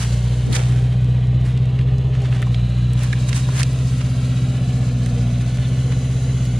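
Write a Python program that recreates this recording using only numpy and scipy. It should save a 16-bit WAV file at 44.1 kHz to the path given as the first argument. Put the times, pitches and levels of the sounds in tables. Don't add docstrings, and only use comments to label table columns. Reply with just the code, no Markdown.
import sys
import numpy as np
from scipy import signal
from scipy.fft import rfft, irfft, next_fast_len
from scipy.io import wavfile
from scipy.ndimage import uniform_filter1d

SR = 44100
rng = np.random.default_rng(int(sys.argv[2]) if len(sys.argv) > 2 else 0)


def to_wav(sig):
    pcm = np.clip(np.atleast_2d(sig), -1, 1) * 32767
    pcm = np.round(pcm).astype(np.int16)
    wavfile.write(sys.argv[1], SR, pcm.T)


N = 290617
TIME = np.arange(N) / SR
CUTOFF_HZ = 15700
GLIDE_PER_S = .035

# f/Hz, width/Hz, level/dB
BLOCK_RESONANCES = [(309, 14, -3), (403, 17, -1), (473, 55, -1), (600, 24, -2), (674, 34, -2.5),
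                    (735, 26, -4), (789, 34, -7)]
# f/Hz, level/dB
LEAF_COLOUR = [(300, -11), (700, 3.5), (1700, 7.5), (3300, 4), (5000, -0.5), (8000, -2.5), (10200, -6.5),
               (12000, -19.5), (16000, -29.5)]


def truck(rasp_db, hiss_db, width_db):
    # t/s, speed/rpm
    revs = [(0.0, 1778), (0.48, 1847), (1.24, 1845), (2.1, 1918), (2.57, 1803), (3.27, 1863), (3.6, 1920),
            (4.18, 1879), (4.65, 1889), (5.3, 1801), (5.72, 1903), (6.34, 1915), (6.59, 1797)]
    # t/s, pull (0 running light, about 1 pulling hard)
    effort = [(0, 0), (2.7, 0.07), (4.2, 0.85), (5.3, 1.07), (5.9, 0.71), (6.59, .65)]
    rpm, pull = in_time(revs), in_time(effort)
    cycles = np.cumsum(rpm) / (2 * 60 * SR) - .058
    drone = exhaust(cycles, rpm, pull, width_db)
    knocking = clatter(width_db) * beat(cycles, cycle_db=1.0, firing_db=-0.5, peak_at=0.45)
    treble = rasp(rasp_db, width_db) * beat(cycles, cycle_db=0.7, firing_db=0.6, peak_at=0.98)
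    treble += hiss(hiss_db, width_db) * beat(cycles, cycle_db=0.1, firing_db=0.5, peak_at=0.85)
    return drone + whine(cycles, rpm, pull) + knocking + reflected(treble)


def exhaust(cycles, rpm, pull, width_db):
    # t/s, level/dB
    pipe_level = [(0, -18), (.5, -18), (.72, -15), (1.25, -15.5), (2.1, -16.5), (4.1, -17.5), (5.3, -17.5),
                  (6.59, -18)]
    # t/s, level/dB
    boom_level = [(0, -25), (.17, -22.3), (.48, -25.5), (.75, -24.5), (1.08, -26.5), (1.45, -22.7),
                  (1.63, -29.5), (1.95, -23.3), (2.3, -29.5), (2.62, -22.3), (3.52, -29.8), (3.75, -27.5),
                  (4.1, -30.2), (4.6, -31), (5.25, -25.3), (5.7, -28.8), (6.59, -26.5)]
    # f/Hz, level/dB
    gas_colour = [(20, -16), (35, -15), (60, -4), (125, -20), (180, -1.5), (220, -7), (260, -11),
                  (330, -23), (450, -38)]
    pipe, boom = exhaust_tones(cycles, rpm, pull)
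    gas = from_db(-22 + 4 * pull) * noise(gas_colour, width_db - 5.5)
    return from_db(in_time(pipe_level)) * (pipe + gas) + from_db(in_time(boom_level)) * boom


def exhaust_tones(cycles, rpm, pull, cruise_rpm=1860, waver_db=2.0, rough_db=0.83):
    # multiple of the cycle
    # rate, relative level running light/dB, relative level pulling/dB, change above cruise/(dB per rpm)
    tones = [(2, -53, -56, .05), (3, -43, -44, .13), (4, -26, -29, 0), (5, -34, -36, .04),
             (6, -39, -46, .02), (7, -32, -32, .07), (8, -17, -19, 0), (9, -32, -33, .01),
             (10, -36, -38, -.01), (11, -39, -35, .03), (12, -36, -36, -.09), (13, -48, -45, -.02),
             (14, -55, -52, 0), (15, -52, -39.5, .01), (16, -45, -34.5, -.01), (17, -54, -49, .07),
             (18, -58, -54, -.03), (21, -59, -59, 0), (30, -60, -57, 0), (31, -56, -56, 0)]
    multiples, light_db, pulling_db, db_per_rpm = np.transpose(tones)
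    multiples = np.round(multiples).astype(int)
    log_gain = np.interp(abs(np.arange(-64, 64)), multiples, np.log(from_db((light_db + pulling_db) / 2)))
    lags = signal.hilbert(log_gain).imag[64 + multiples]
    lags += 2 * np.angle(1 + .7 * np.exp(-2j * np.pi * multiples * .47))
    out = np.zeros((2, N))
    for k, light, pulling, slope, lag in zip(multiples, light_db, pulling_db, db_per_rpm, lags):
        level_db = light + pull * (pulling - light) + slope * (rpm - cruise_rpm)
        level_db += waver_db * k / multiples[-1] * drift(3)
        row = int(k == 4)
        out[row] -= from_db(level_db) * np.cos(2 * np.pi * k * cycles - lag)
    out *= from_db(rough_db * drift(25))
    return out / np.sqrt(uniform_filter1d(out ** 2, SR // 2))


def clatter(width_db, waver_db=2.0):
    # t/s, level/dB
    loudness = [(0, -40.5), (1.1, -41.5), (2.1, -39.5), (2.7, -41.5), (4.25, -40.5), (4.6, -39),
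                (6.59, -40)]
    # f/Hz, level/dB
    colour = [(230, -10.5), (320, 1.5), (400, 0.5), (480, 0), (550, 0.5), (620, -1), (740, -10.5),
              (860, -12), (1100, -11.5)]
    gain = from_db(in_time(loudness) + drift(12))
    ringing = sum(from_db(db + waver_db * drift(2)) * np.sqrt(width) * narrow(hz, width)
                  for hz, width, db in BLOCK_RESONANCES)
    return gain * (from_db(-4.5) * rms_one(ringing) + from_db(-3.5) * noise(colour, width_db))


def rasp(rasp_db, width_db):
    # f/Hz, level/dB
    colour = [(650, -23.5), (850, -0.5), (1050, -1), (1350, 2.5), (1700, 3), (2100, 1), (2900, 4.5),
              (4000, -0.5), (4700, -14), (5500, -23.5)]
    gain = from_db(rasp_db + 0.81 * drift(20))
    harsh = from_db(-0.33) * noise(colour, width_db) * panned(-0.25)
    return gain * (harsh + from_db(-10.5) * rattle())


def rattle(waver_db=3.5, pitch_wander=.012):
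    # f/Hz, width/Hz, level/dB
    metal_parts = [(1027, 130, -7.5), (1734, 58, -5), (1963, 81, -7.5), (2330, 48, -8), (2930, 75, -2.5),
                   (3816, 110, -3.5), (4054, 45, -12)]
    out = 0
    for hz, width, db in metal_parts:
        gain = from_db(db + waver_db * drift(2)) * np.sqrt(width)
        out += gain * wandering(hz * (1 + pitch_wander * drift(1)), width)
    return rms_one(out)


def hiss(hiss_db, width_db):
    # f/Hz, level/dB
    colour = [(4000, 9.5), (4800, 7.5), (5300, 3.5), (6600, 5.5), (7600, 3), (8500, 0), (9600, -1),
              (10500, -5.5), (11700, -13), (13800, -16.5), (16000, -29)]
    # peak t/s, level/dB, f/Hz, width/Hz, half-length/s
    swells = [(0.11, -58.5, 9300, 900, .45), (3.9, -59, 9800, 1000, 0.8), (6.101, -58.5, 9700, 1300, 0.91),
              (5.2, -57.5, 6200, 900, 0.51), (6.25, -51.5, 6500, 1200, 0.61)]
    fine = from_db(hiss_db + 1.36 * drift(30)) * noise(colour, width_db)
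    bands = 0
    for s, db, hz, width, half_length in swells:
        glide = hz * (1 + GLIDE_PER_S * (TIME - s))
        mid_and_side = np.array([wandering(glide, width), wandering(glide, width)])
        bands += from_db(db) * hump(s, half_length) * mid_and_side
    return fine + stereo(*bands, width_db)


def whine(cycles, rpm, pull, waver_db=1.5, slip_radians=.3):
    # multiple of the cycle rate, base level running light/dB, base level pulling/dB
    tones = [(20, -47.5, -52), (25.333, -49.5, -51), (26.47, -51, -62), (38, -56, -51), (50.667, -55, -61)]
    out = 0
    for multiple, light_db, pulling_db in tones:
        hz = multiple * rpm / (2 * 60)
        response = sum(1 / (1 + ((hz - centre) / (width / 2)) ** 2)
                       for centre, width, _ in BLOCK_RESONANCES)
        level_db = light_db + pull * (pulling_db - light_db) + waver_db * drift(4)
        phase = 2 * np.pi * multiple * cycles + slip_radians * drift(8)
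        out += from_db(level_db) * np.sqrt(2 * response) * np.cos(phase)
    return out


def beat(cycles, cycle_db, firing_db, peak_at):
    angle = 2 * np.pi * (cycles - peak_at)
    return from_db(cycle_db * np.cos(angle) + firing_db * np.cos(4 * angle))


def treble_levels(usual_hiss_db=-47, narrow_below_db=-50.5):
    # t/s, level/dB
    hiss_level = [(0, -39), (.28, -46), (.8, -52.5), (1.3, -57), (2.05, -57.5), (2.25, -53), (2.93, -52.5),
                  (3.15, -45), (4.1, -45), (4.9, -48.5), (6.59, -47.5)]
    hiss_db = in_time(hiss_level)
    rasp_db = -42.0 + 0.3 * (hiss_db - usual_hiss_db)
    width_db = 4.5 - 3.8 * np.maximum(narrow_below_db - hiss_db, 0)
    return rasp_db, hiss_db, width_db


def snaps(width_db, middling_hz=2000, middling_ring_s=0.025):
    # t/s, strength/dB, wood f/Hz, wood band/octaves,
    # splinter against wood/dB, splinter f/Hz, left over right/dB
    sticks = [(.527, -20, 3870, 1.3, 3, 9500, -3), (.531, -18, 3900, .5, -12, 6000, -2),
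              (.545, -25, 1700, 1.6, -11, 5000, 0), (0.553, -20.5, 3200, 1.8, -5, 6000, 2),
              (0.564, -15.5, 2930, 1.7, -15, 7000, -10), (.592, -23, 1600, 1.6, -12, 4500, -14),
              (.617, -30, 1700, 1.1, -14, 5000, 0), (1.575, -31, 3560, 1.4, -12, 5960, 0),
              (1.656, -35, 4500, 1.6, -2, 9500, 1), (1.79, -22, 2330, 1, -26, 5470, 1),
              (1.811, -26.5, 2700, 0.88, -16, 5500, -1), (1.982, -34, 4430, 1.3, -9, 7500, 0),
              (2.219, -30, 2200, 2.8, -9, 6960, 0), (2.325, -22, 1970, 1.05, -18, 6000, -2.5),
              (2.419, -27.5, 1950, 1.4, -1.5, 8500, 10), (2.426, -16.5, 1960, 0.89, -12.5, 8000, -3),
              (2.468, -25, 960, 0.44, -15, 4000, -1), (2.544, -18.5, 2750, 1, -20, 6000, -2),
              (2.934, -35, 4830, 1.3, 9, 10000, -11), (3.034, -27.5, 3000, 1.6, 7, 10000, -1),
              (3.128, -14, 1820, 0.38, -9.5, 2700, -5), (3.13, -19.5, 2100, 1.2, -7.5, 6000, -5),
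              (3.329, -15.5, 2630, 1.7, -13, 5500, -5), (3.488, -20.5, 810, 1.1, -13, 3500, 1),
              (3.617, -21, 1740, 0.79, -14, 6000, -15), (3.631, -12, 3520, 2.06, -5, 6960, -5),
              (3.731, -32, 3500, 1.5, 4, 8500, 0), (5.061, -26, 2010, 0.99, -1.5, 7500, -7),
              (5.585, -27, 1800, 1.3, -16, 4500, -2), (6.453, -29, 3000, 1.3, 2, 10000, -1)]
    out, t = np.zeros((2, N)), TIME[:SR // 8]
    for s, db, hz, octaves, splinter_db, splinter_hz, pan_db in sticks:
        at = round(s * SR)
        ring_s = middling_ring_s * np.exp(-0.17 * np.log2(hz / middling_hz))
        decay = from_db(-60 * t / ring_s)
        burst = rng.standard_normal((2, len(t))) * decay
        wood = band_passed(burst, hz, octaves)
        splinter = band_passed(burst * decay, splinter_hz, octaves=1.37)
        size = .5 * np.linalg.norm(decay)
        wood, splinter = (size * x / np.linalg.norm(x, axis=1, keepdims=True) for x in (wood, splinter))
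        mid, side = wood + from_db(splinter_db) * splinter
        crack = left_right(mid, 0.34 * from_db(width_db[at]) * side)
        out[:, at:at + len(t)] += (from_db(db) * panned(pan_db) * crack)[:, :N - at]
    return filtered(out, 9, 10100) + from_db(-14.5) * filtered(out, 9, 10100, "high")


def crunches(width_db, split_hz=5800):
    # peak t/s, level/dB, rise/s, fall/s, extra treble/dB
    bunches = [(0.014, -29.5, 0.013, 0.037, 0), (0.554, -24, 0.018, 0.015, 1),
               (.589, -37.5, .016, 0.19, -0.5), (.79, -49, 0.035, 0.026, -2),
               (1.453, -40.5, 0.0077, 0.066, -0.5), (2.14, -40.5, 0.0088, .04, -19),
               (2.254, -34, 0.011, 0.0091, -13), (2.365, -38, 0.066, 0.035, -5),
               (3.035, -35, 0.037, 0.039, -1.5), (3.292, -28.5, 0.0058, 0.004, 4.5),
               (3.364, -31.5, 0.016, 0.03, 4), (3.604, -26.5, 0.04, 0.015, 1),
               (4.015, -33, .009, 0.0088, -8), (5.925, -36, 0.014, 0.0082, -7)]
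    grains = stereo(*tiny_breaks(per_s=5000, spread_db=2.0), width_db + 5.0)
    body = filtered(grains, 2, split_hz)
    out = 0
    for s, db, rise, fall, treble_db in bunches:
        fade = np.maximum((s - TIME) / rise, (TIME - s) / fall)
        swell = np.exp(-np.minimum(fade, 20))
        out += from_db(db) * swell * (body + from_db(treble_db) * (grains - body))
    return out * panned(-2.4)


def crackle(rasp_db, width_db):
    ticks = tiny_breaks(per_s=200, spread_db=8.5, waver_db=2)
    return from_db(rasp_db - 19.0) * stereo(*ticks, width_db)


def tiny_breaks(per_s, spread_db, waver_db=0):
    sizes = from_db(spread_db * np.minimum(rng.exponential(1, N), 4))
    clicks = (rng.random(N) < per_s / SR) * sizes * rng.standard_normal((2, N))
    if waver_db:
        clicks *= from_db(waver_db * drift(2.8))
    return shaped(clicks, LEAF_COLOUR)


def thuds():
    # peak t/s, level/dB, f/Hz near the top of the band, half-length/s
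    moments = [(0.504, -27, 234, 0.037), (0.592, -34, 613, 0.03), (5.6, -40, 45, 0.031)]
    out = 0
    for s, db, hz, half_length in moments:
        mid, side = rms_one(filtered(rng.standard_normal((2, N)), 2, [hz / 2.1, hz * 1.13], "band"))
        out += from_db(db) * np.exp(-((TIME - s) / half_length) ** 2) * left_right(mid, side)
    return out


def buzzes():
    # peak t/s, level/dB, f/Hz, width/Hz, half-length/s
    panels = [(2.0, -43.5, 405, 21.8, 0.33), (2.72, -50.5, 3940, 307, 0.31), (5.0, -48, 715, 80, 0.52),
              (5.654, -42.5, 3600, 630, 0.013)]
    return sum(from_db(db) * narrow(hz, width) * hump(s, half_length)
               for s, db, hz, width, half_length in panels)


def flickers(count=110, low_hz=1002, high_hz=4400, top_db=-54, spread_db=6, half_length_s=.05, bend=0.059):
    out, t = np.zeros(N + SR), TIME[:SR // 2] - TIME[SR // 4]
    for when, pitch, faintness, direction in rng.random((count, 4)):
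        hz = low_hz * (high_hz / low_hz) ** pitch * (1 + bend * (direction - .5) * t)
        tone = np.exp(-(t / half_length_s) ** 2) * np.sin(2 * np.pi * np.cumsum(hz) / SR)
        at = int(when * N)
        out[at:at + len(t)] += from_db(top_db - spread_db * faintness) * tone
    return out[:N]


def reflected(x, strength=.17, spread_s=.0048, sway_s=.0001, count=8):
    out = x.copy()
    delays = np.linspace(spread_s / 5, spread_s, count) * rng.uniform(.92, 1.08, count)
    for k, delay in enumerate(delays):
        sent_at = TIME - delay * np.exp(-GLIDE_PER_S * TIME) - sway_s * drift(0.73)
        out += (-1) ** k * strength * np.array([np.interp(sent_at, TIME, channel) for channel in x])
    return out / np.sqrt(1 + count * strength ** 2)


def from_db(db):
    return 10 ** (np.asarray(db) / 20)


def rms_one(x):
    return x / np.sqrt(np.mean(x ** 2) + 1e-20)


def in_time(points):
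    return np.interp(TIME, *np.transpose(points))


def hump(peak_s, half_length_s):
    return 1 / (1 + ((TIME - peak_s) / half_length_s) ** 4)


def drift(per_s):
    knots = rng.standard_normal(int(N / SR * per_s * 2) + 3)
    return rms_one(np.interp(TIME * per_s * 2, np.arange(len(knots)), knots))


def filtered(x, order, hz, kind="low"):
    return signal.sosfilt(signal.butter(order, hz, kind, fs=SR, output="sos"), x)


def band_passed(x, hz, octaves):
    return filtered(x, 2, [hz * 2 ** (-octaves / 2), min(hz * 2 ** (octaves / 2), CUTOFF_HZ)], "band")


def coloured(x, colour):
    hz, db = np.transpose(colour)
    size = next_fast_len(N + 4000)
    bins = np.maximum(np.arange(size // 2 + 1) * SR / size, 1)
    gain = from_db(np.interp(np.log(bins), np.log(hz), db))
    return irfft(rfft(x, size) * gain, size)[..., :N]


def shaped(x, colour):
    return rms_one(coloured(x, [(colour[0][0] / 2, -90), *colour, (colour[-1][0] * 2, -90)]))


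def noise(colour, width_db):
    return stereo(*shaped(rng.standard_normal((2, N)), colour), width_db)


def narrow(hz, width):
    return rms_one(filtered(rng.standard_normal(N), 2, [hz - width / 2, hz + width / 2], "band"))


def wandering(hz, width):
    a, b = rms_one(filtered(rng.standard_normal((2, N)), 3, width / 2))
    phase = 2 * np.pi * np.cumsum(hz) / SR
    return a * np.cos(phase) + b * np.sin(phase)


def panned(pan_db):
    return from_db([[pan_db / 2], [-pan_db / 2]])


def left_right(mid, side):
    return mid + side * [[1], [-1]]


def stereo(mid, side, width_db):
    # f/Hz, side against mid/dB
    spread = [(50, -31), (250, -39.5), (600, -16), (1500, -13), (3000, -14.5), (4100, -18), (5500, -7),
              (8500, -3), (12000, -6.5)]
    return left_right(mid, coloured(side, spread) * from_db(width_db))


def scene():
    rasp_db, hiss_db, width_db = treble_levels()
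    brushwood = crunches(width_db) + crackle(rasp_db, width_db) + snaps(width_db)
    faint_tones = buzzes() + flickers()
    return truck(rasp_db, hiss_db, width_db) + brushwood + thuds() + faint_tones


def record(dry):
    return signal.sosfilt(signal.ellip(10, .1, 80, CUTOFF_HZ, fs=SR, output="sos"), dry)


dry = scene()
out = record(dry)
to_wav(out)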